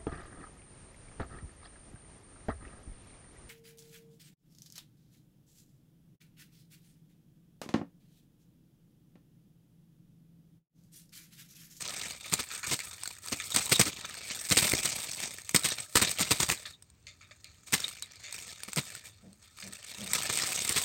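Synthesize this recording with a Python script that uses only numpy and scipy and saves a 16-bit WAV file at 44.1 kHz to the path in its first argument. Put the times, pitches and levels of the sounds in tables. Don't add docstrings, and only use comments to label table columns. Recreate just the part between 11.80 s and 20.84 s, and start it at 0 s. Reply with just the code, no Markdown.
import sys
import numpy as np
from scipy import signal
from scipy.fft import rfft, irfft
from scipy.io import wavfile
from scipy.ndimage import uniform_filter1d

SR = 44100
rng = np.random.default_rng(int(sys.argv[2]) if len(sys.argv) > 2 else 0)


def to_wav(s):
    ch = np.atleast_2d(s).T
    pcm = np.round(np.clip(ch, -1, 1) * 32767)
    wavfile.write(sys.argv[1], SR, pcm.astype(np.int16))


N = 398663
TIME_S = np.arange(N) / SR

# centre_s, half_length_s, crackle_db, thump_db
WING_STROKES = [(0.534, 0.0071, -28, -35), (0.599, 0.0057, -31, -40.5), (0.927, 0.01, -29.5, -35.5),
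                (1.528, 0.0054, -29.5, -34), (1.75, 0.002, -27.5, -37.5), (1.771, 0.0032, -29, -36),
                (1.924, 0.0049, -18, -27), (1.999, 0.0033, -17.5, -21.5), (2.014, .004, -27, -37),
                (2.075, 0.0099, -31.5, -37.5), (2.72, 0.0066, -22, -27.5), (2.774, 0.0028, -18, -26),
                (2.828, 0.0031, -26.5, -30.5), (2.853, 0.0048, -33, -34), (2.936, 0.0022, -45, -23),
                (3.054, 0.0053, -28.5, -41), (3.749, 0.0024, -18, -22), (3.855, 0.0077, -25, -41.5),
                (4.158, 0.0022, -15.5, -21.5), (4.223, 0.0056, -21.5, -29), (4.412, 0.0082, -26.5, -34),
                (4.516, 0.0058, -20.5, -28), (4.605, 0.0034, -25, -31), (4.631, 0.0038, -30, -33.5),
                (4.693, 0.0054, -29, -35), (4.719, 0.0051, -26.5, -38.5), (5.94, 0.0068, -22, -36.5),
                (6.886, 0.0045, -41, -45), (6.981, 0.0086, -28, -30.5), (8.357, .0058, -29.5, -46),
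                (8.5, 0.0053, -34, -37.5), (8.904, .007, -35, -40), (8.974, 0.0089, -25.5, -41.5)]
# freq_hz, density_db
THUMP_SPECTRUM = [(25, -47.5), (50, -3), (100, 2), (150, 2), (270, -3.5), (400, -4.5), (700, -7),
                  (1500, -44.5), (4000, -65.5)]
# freq_hz, density_db
CLICK_SPECTRUM = [(100, -14.5), (800, -1.5), (2200, 2), (3100, -2.5), (4200, 6.5), (6000, 3), (8600, 9),
                  (10100, -14), (12000, -5.5), (16000, -4)]


def undb(db):
    return 10 ** (np.asarray(db) / 20)


def unit_rms(x):
    return x / np.sqrt(np.mean(x ** 2) + 1e-18)


def add(out, start_s, x):
    start = max(int(start_s * SR), 0)
    out[start:start + len(x)] += x[:max(N - start, 0)]


def colour(x, spectrum, size=1024):
    hz, db = np.transpose(spectrum)
    grid_hz = np.maximum(np.arange(size + 1) * SR / (2 * size), 1)
    gain = undb(np.interp(np.log(grid_hz), np.log(hz), db))
    cepstrum = irfft(np.log(gain))
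    cepstrum[1:size] *= 2
    cepstrum[size + 1:] = 0
    response = irfft(np.exp(rfft(cepstrum)))
    return signal.fftconvolve(x, response / np.linalg.norm(response))[:len(x)]


def resonate(x, centre_hz, *widths_hz):
    for width_hz in widths_hz:
        x = signal.lfilter(*signal.iirpeak(centre_hz, centre_hz / width_hz, fs=SR), x)
    return x


def steady(x, span_s):
    power = np.abs(uniform_filter1d(x ** 2, max(int(span_s * SR), 2)))
    return x / np.sqrt(power + 1e-12)


def trail(impulses, decay_s):
    return signal.lfilter([1], [1, -np.exp(-1 / (decay_s * SR))], impulses)


def flicker(rate_hz):
    return np.interp(TIME_S * rate_hz, np.arange(N), rng.standard_normal(N))


def crackle(per_s, spread_db, grain_s):
    onsets = rng.random(N) < per_s / SR
    sizes = undb(spread_db * np.clip(rng.standard_normal(N), -2, 2.3))
    return np.sqrt(trail(onsets * sizes ** 2, grain_s)) * rng.standard_normal(N)


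def patchy(x, depth_db, rate_hz):
    spectrum = rfft(x)
    freq_hz = np.clip(np.arange(len(spectrum)) * SR / N, 250, 10000)
    band_position = 1.5 * np.log2(freq_hz / 250)
    out = np.zeros(N)
    for band in range(9):
        share = np.maximum(1 - np.abs(band_position - band), 0)
        out += irfft(spectrum * share, N) * undb(depth_db * flicker(rate_hz))
    return out


def frame_ring(x, waver_db):
    # centre_hz, width_hz, gain_db
    modes = [(595, 31, -3.5), (1288, 170, 0), (1832, 300, 0), (2316, 380, 4), (2585, 160, -4),
             (3685, 310, 2.5), (4330, 960, -1), (6730, 1200, -2.5)]
    return sum(undb(db + waver_db * flicker(rate_hz=20)) * resonate(x, hz, width_hz, width_hz)
               for hz, width_hz, db in modes)


def distant_rumble():
    # freq_hz, density_db
    air_spectrum = [(25, -17.5), (55, -2.5), (97, 3), (140, -8), (300, -17.5), (700, -27), (2300, -31),
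                    (8400, -32.5), (10500, -53), (16000, -37)]
    return undb(-63.5 + 1.8 * flicker(rate_hz=9.1)) * colour(rng.standard_normal(N), air_spectrum)


def hollow_thuds(thud_hz=198, rise_s=0.049):
    # start_s, level_db
    thuds = [(7.414, -55), (7.815, -52), (8.174, -46.5)]
    envelope = np.zeros(N)
    t = np.arange(SR // 2) / SR
    for start_s, level_db in thuds:
        add(envelope, start_s, undb(level_db) * (t / rise_s * np.exp(1 - t / rise_s)) ** 2)
    hollow = steady(resonate(rng.standard_normal(N), thud_hz, 16, 41), span_s=0.047)
    thump = colour(rng.standard_normal(N), THUMP_SPECTRUM)
    return envelope * (hollow + undb(-3.5) * thump)


def cage_echo(birds, decay_s=0.022, panel_hz=618):
    t = np.arange(SR // 6) / SR
    tail = rng.standard_normal(len(t)) * np.exp(-t / decay_s) * (t > 0.002)
    boards = signal.fftconvolve(birds, tail / np.linalg.norm(tail))[:N]
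    return undb(-15.5) * boards + undb(-0.5) * resonate(birds, panel_hz, 2.1)


def stirring(attack_s=0.0078, release_s=0.018, scatter_db=-16.5, scatter_s=0.04, pause_db=-7.5):
    # time_s, level_db, treble_db
    activity = [(0.0, -42, -42), (0.5, -46.5, -49), (0.75, -48.5, -44), (1.36, -55, -50), (1.94, -41, -34),
                (2.14, -46.5, -57), (2.42, -47, -48.5), (2.77, -45.5, -33), (2.89, -37, -33),
                (3.3, -44.5, -41), (3.5, -48, -46), (4.2, -51.5, -46), (4.38, -41.5, -43),
                (4.58, -44.5, -42.5), (5.03, -73.5, -75), (5.89, -64, -68), (6.07, -48, -50),
                (6.27, -56.5, -70), (6.49, -53, -61), (6.65, -52, -59), (7.1, -55, -55), (7.3, -61.5, -66),
                (7.53, -73.5, -71), (8.18, -47, -49.5), (8.51, -37, -35), (9.04, -40, -34.5)]
    # start_s, length_s, level_db
    shuffles = [(0.178, 0.11, -49), (0.715, 0.034, -47.5), (0.862, 0.079, -41), (1.029, 0.026, -47),
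                (1.21, 0.1, -52), (1.429, 0.078, -51.5), (1.734, 0.065, -38.5), (2.474, 0.071, -46),
                (2.771, 0.096, -35.5), (3, 0.18, -47.5), (3.387, 0.072, -41), (3.816, 0.11, -39.5),
                (3.974, 0.027, -43.5), (4.167, 0.15, -37.5), (4.379, 0.052, -37), (4.598, 0.047, -40.5),
                (4.682, 0.016, -47), (4.728, 0.18, -54), (5.865, 0.024, -49.5), (5.959, 0.13, -48),
                (6.54, 0.19, -51.5), (7.039, 0.15, -52), (7.238, 0.037, -51), (7.613, .04, -58.5),
                (7.767, 0.13, -54.5), (7.92, 0.018, -50.5), (8.058, 0.056, -52), (8.312, 0.067, -41)]
    # centre_s, half_length_s
    pauses = [(0.388, 0.037), (0.665, 0.014), (.815, .015), (1.403, .03), (3.642, 0.049), (4.09, 0.032),
              (4.348, 0.011), (4.978, 0.038), (5.18, 0.06)]
    kick_power = np.zeros(N)
    for start_s, length_s, db in shuffles:
        attack = np.clip((TIME_S - start_s) / attack_s, 0, 1)
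        release = np.exp(-np.maximum(TIME_S - start_s - length_s, 0) / release_s)
        kick_power += (undb(db) * attack * release) ** 2
    settle = np.exp(-TIME_S[:SR // 2] / scatter_s)
    for centre_s, _, crackle_db, _ in WING_STROKES:
        add(kick_power, centre_s, (undb(crackle_db + scatter_db) * settle) ** 2)
    kicked = np.sqrt(kick_power)
    time_s, level_db, treble_db = np.transpose(activity)
    level = np.hypot(undb(np.interp(TIME_S, time_s, level_db) - 1), kicked)
    treble = np.hypot(undb(np.interp(TIME_S, time_s, treble_db) - 2), undb(-0.5) * kicked)
    stillness = sum(np.exp(-((TIME_S - centre_s) / half_s) ** 2) for centre_s, half_s in pauses)
    dip = undb(pause_db * stillness)
    return level * dip, treble * dip


def scratches(per_s=70):
    onsets = rng.random(N) < per_s / SR
    sizes = undb(4 * np.clip(rng.standard_normal(N), -2, 1.5))
    return steady(0.6 + trail(onsets * sizes, decay_s=0.007), span_s=0.06)


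def husks(level, treble, split_hz=6200):
    # freq_hz, density_db
    rustle_spectrum = [(88, -13), (150, -7), (341, -9), (601, -7.5), (759, -6.5), (1290, -7), (1530, -9),
                       (2270, -1), (2870, -3.5), (3700, -2.5), (7180, -7.5), (8230, 1.5), (10200, -16),
                       (14000, -13), (16000, -17.5)]
    scratch = scratches()
    cracks = steady(crackle(per_s=1700, spread_db=5, grain_s=0.0008), span_s=0.025) * scratch
    rustle = steady(patchy(colour(cracks, rustle_spectrum), depth_db=4.5, rate_hz=70), span_s=0.034)
    dull = signal.sosfilt(signal.butter(4, split_hz, fs=SR, output="sos"), rustle)
    bright = signal.sosfilt(signal.butter(4, split_hz, "high", fs=SR, output="sos"), rustle)
    cage = steady(frame_ring(rng.standard_normal(N), waver_db=4.5), span_s=0.015) * scratch
    knocks = steady(crackle(per_s=200, spread_db=4.5, grain_s=0.0023), span_s=0.05)
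    board = colour(scratch * knocks, THUMP_SPECTRUM)
    weight = np.clip(level / undb(-43.5), 0.05, 1) ** 0.5
    crush = weight * (undb(-1) * unit_rms(dull) + undb(-12) * board)
    ring = undb(-0.5) * (1 - 0.3 * weight) * cage
    return level * (crush + ring) + undb(-1.8) * treble * unit_rms(bright)


def seeds(level, treble, per_s=34, split_hz=6200):
    clicks, rings = np.zeros(N), np.zeros(N)
    t = np.arange(SR // 30) / SR
    for when, pitch, size in rng.random((int(per_s * N / SR), 3)):
        start_s, pitch_hz = when * N / SR, 1300 + 7400 * pitch
        envelope = treble if pitch_hz > split_hz else level
        force = envelope[int(when * N)] * undb(10 * (size - 1))
        strike = rng.standard_normal(len(t)) * np.exp(-t / 0.0012)
        add(clicks, start_s, force * unit_rms(strike))
        add(rings, start_s, force * unit_rms(resonate(strike, pitch_hz, 300, 600)))
    return undb(-2) * colour(clicks, CLICK_SPECTRUM) + undb(-4) * rings


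def foot_scuffs(attack_s=0.00069):
    # start_s, level_db, decay_s, spot_hz
    scuffs = [(0.444, -40, 0.015, 2310), (0.701, -43, 0.095, 1430), (0.83, -34.5, 0.033, 1390),
              (1.001, -33, 0.01, 2000), (1.108, -47, 0.032, 1290), (1.256, -33, 0.0062, 1470),
              (1.6, -33.5, 0.017, 1910), (2.246, -29, 0.0051, 1450), (2.5, -33, 0.018, 2280),
              (4.247, -28, 0.011, 3700), (4.854, -35.5, 0.018, 3720), (5.268, -43.5, 0.03, 2270),
              (5.409, -51, 0.037, 2300), (5.51, -42.5, 0.01, 1860), (5.643, -51.5, 0.047, 4140),
              (6.439, -43, 0.082, 2210), (7.631, -60, 0.053, 3470), (7.824, -34.5, 0.0059, 2180),
              (7.929, -48, 0.013, 3660)]
    drag, spots = np.zeros(N), np.zeros(N)
    t = np.arange(SR // 4) / SR
    for start_s, level_db, decay_s, spot_hz in scuffs:
        force = undb(level_db) * np.exp(-t / decay_s) * (1 - np.exp(-t / attack_s))
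        spot = resonate(rng.standard_normal(len(t)), spot_hz, 503, 550)
        add(drag, start_s, force)
        add(spots, start_s, force * steady(spot, span_s=0.004))
    grit = steady(crackle(per_s=1000, spread_db=13, grain_s=0.00098), span_s=0.0072)
    frame = steady(frame_ring(grit, waver_db=7), span_s=0.036)
    return undb(-2) * drag * frame + undb(-6) * spots


def claw_squeaks(attack_s=0.0017, jitter_rad=0.11):
    # start_s, level_db, pitch_hz, length_s
    slips = [(1.717, -27, 3700, 0.012), (1.945, -22, 3880, .008), (1.957, -13, 3680, 0.0059),
             (3.909, -26, 3800, 0.011), (4, -23, 8100, 0.0068), (4.932, -47, 3720, 0.021),
             (6.041, -17, 3720, 0.0076), (6.226, -35, 3890, 0.014)]
    out = np.zeros(N)
    t = np.arange(SR // 15) / SR
    for start_s, level_db, pitch_hz, length_s in slips:
        phase = 2 * np.pi * pitch_hz * t + jitter_rad * np.cumsum(rng.standard_normal(len(t)))
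        envelope = (1 - np.exp(-t / attack_s)) * np.exp(-(t / length_s) ** 2)
        add(out, start_s, undb(level_db) * envelope * np.sin(phase))
    return undb(-2.5) * out


def ticks(ring_share=0.32):
    # start_s, level_db, pitch_hz
    contacts = [(.538, -17.5, 7200), (.942, -28, 7500), (.991, -31, 2130), (1.003, -33, 7600),
                (1.235, -30, 7700), (1.276, -30, 7500), (1.485, -33, 4740), (1.762, -14, 8650),
                (2.702, -23.5, 7560), (2.723, -19, 7240), (2.777, -17, 8500), (2.919, -21, 2280),
                (2.936, -20.5, 2120), (3.057, -22.5, 8100), (3.693, -27, 6560), (3.762, -16.5, 8140),
                (3.888, -25.5, 8200), (4.314, -26, 7800), (4.603, -22, 3570), (4.63, -22, 6850),
                (4.7, -17, 2490), (5.024, -46.5, 8250), (5.101, -53.5, 8480), (5.644, -42, 4380),
                (5.924, -25.5, 8700), (5.939, -18, 1700), (6.003, -30, 5460), (6.081, -32, 4440),
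                (6.224, -29, 8340), (6.526, -33, 8200), (6.544, -34, 2600), (6.834, -29, 9020),
                (6.932, -29.5, 7650), (6.961, -26, 8700), (7.151, -35, 7960), (7.53, -49.5, 8540),
                (7.934, -38.5, 8150), (8.334, -16.5, 8000), (8.527, -27, 8050), (8.574, -21.5, 8500),
                (8.622, -25, 5040), (8.893, -19, 8900)]
    cracks, rings = np.zeros(N), np.zeros(N)
    t = np.arange(SR // 30) / SR
    snap = np.exp(-t / 0.0012) + 0.15 * np.exp(-t / 0.003)
    for start_s, level_db, pitch_hz in contacts:
        crack = rng.standard_normal(len(t)) * snap
        ring = resonate(crack, pitch_hz, 200)
        add(cracks, start_s, undb(level_db) * np.sqrt(1 - ring_share) * unit_rms(crack))
        add(rings, start_s, undb(level_db) * np.sqrt(ring_share) * unit_rms(ring))
    return undb(-12.5) * (colour(cracks, CLICK_SPECTRUM) + rings)


def slap(t, half_s):
    contact = 0.5 + 0.5 * np.tanh((t + 1.5 * half_s) / 0.0008)
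    return (0.2 + 0.8 * contact) * np.exp(-0.25 * (t / half_s) ** 2)


def wings(tip_lag_s=0.014, quick_half_s=0.003):
    # freq_hz, density_db
    feather_spectrum = [(300, -4.5), (850, -6.5), (1250, 0), (1600, -4.5), (2100, 2.5), (3100, -2.5),
                        (4200, 0), (5900, -3.5), (7300, -2), (8600, 3.5), (10100, -15), (12000, -10.5),
                        (16000, -13)]
    rattle, push = np.zeros(N), np.zeros(N)
    t = np.arange(-0.03, 0.08, 1 / SR)
    settle = (t > 0) * np.exp(-np.abs(t) / 0.016)
    for centre_s, half_s, crackle_db, thump_db in WING_STROKES:
        swell = slap(t, half_s)
        tip_gain = undb(-3) * min(quick_half_s / half_s, 1) ** 2
        tip = tip_gain * slap(t - tip_lag_s, half_s=0.0036)
        add(rattle, centre_s + t[0], undb(crackle_db) * np.maximum(np.hypot(swell, tip), 0.2 * settle))
        add(push, centre_s + t[0], undb(thump_db) * np.maximum(swell, 0.21 * settle))
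    barbs = crackle(per_s=1800, spread_db=6.5, grain_s=0.00095)
    feathers = steady(patchy(colour(barbs, feather_spectrum), depth_db=2.5, rate_hz=90), span_s=0.0065)
    frame = steady(colour(barbs, THUMP_SPECTRUM), span_s=0.0033)
    return undb(0.13) * rattle * feathers + undb(-0.5) * push * frame


def scene():
    level, treble = stirring()
    litter = husks(level, treble) + seeds(level, treble)
    birds = litter + wings() + ticks() + claw_squeaks() + foot_scuffs()
    return (birds + cage_echo(birds) + hollow_thuds() + distant_rumble())[None]


def record(dry):
    port_hz, low_cut_hz, high_cut_hz = 8600, 52, 16000
    ported = dry + 0.094 * resonate(dry, port_hz, 600)
    lean = signal.sosfilt(signal.butter(2, low_cut_hz, "high", fs=SR, output="sos"), ported)
    return signal.sosfilt(signal.ellip(10, 0.2, 70, high_cut_hz, fs=SR, output="sos"), lean)


dry = scene()
out = record(dry)
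to_wav(out)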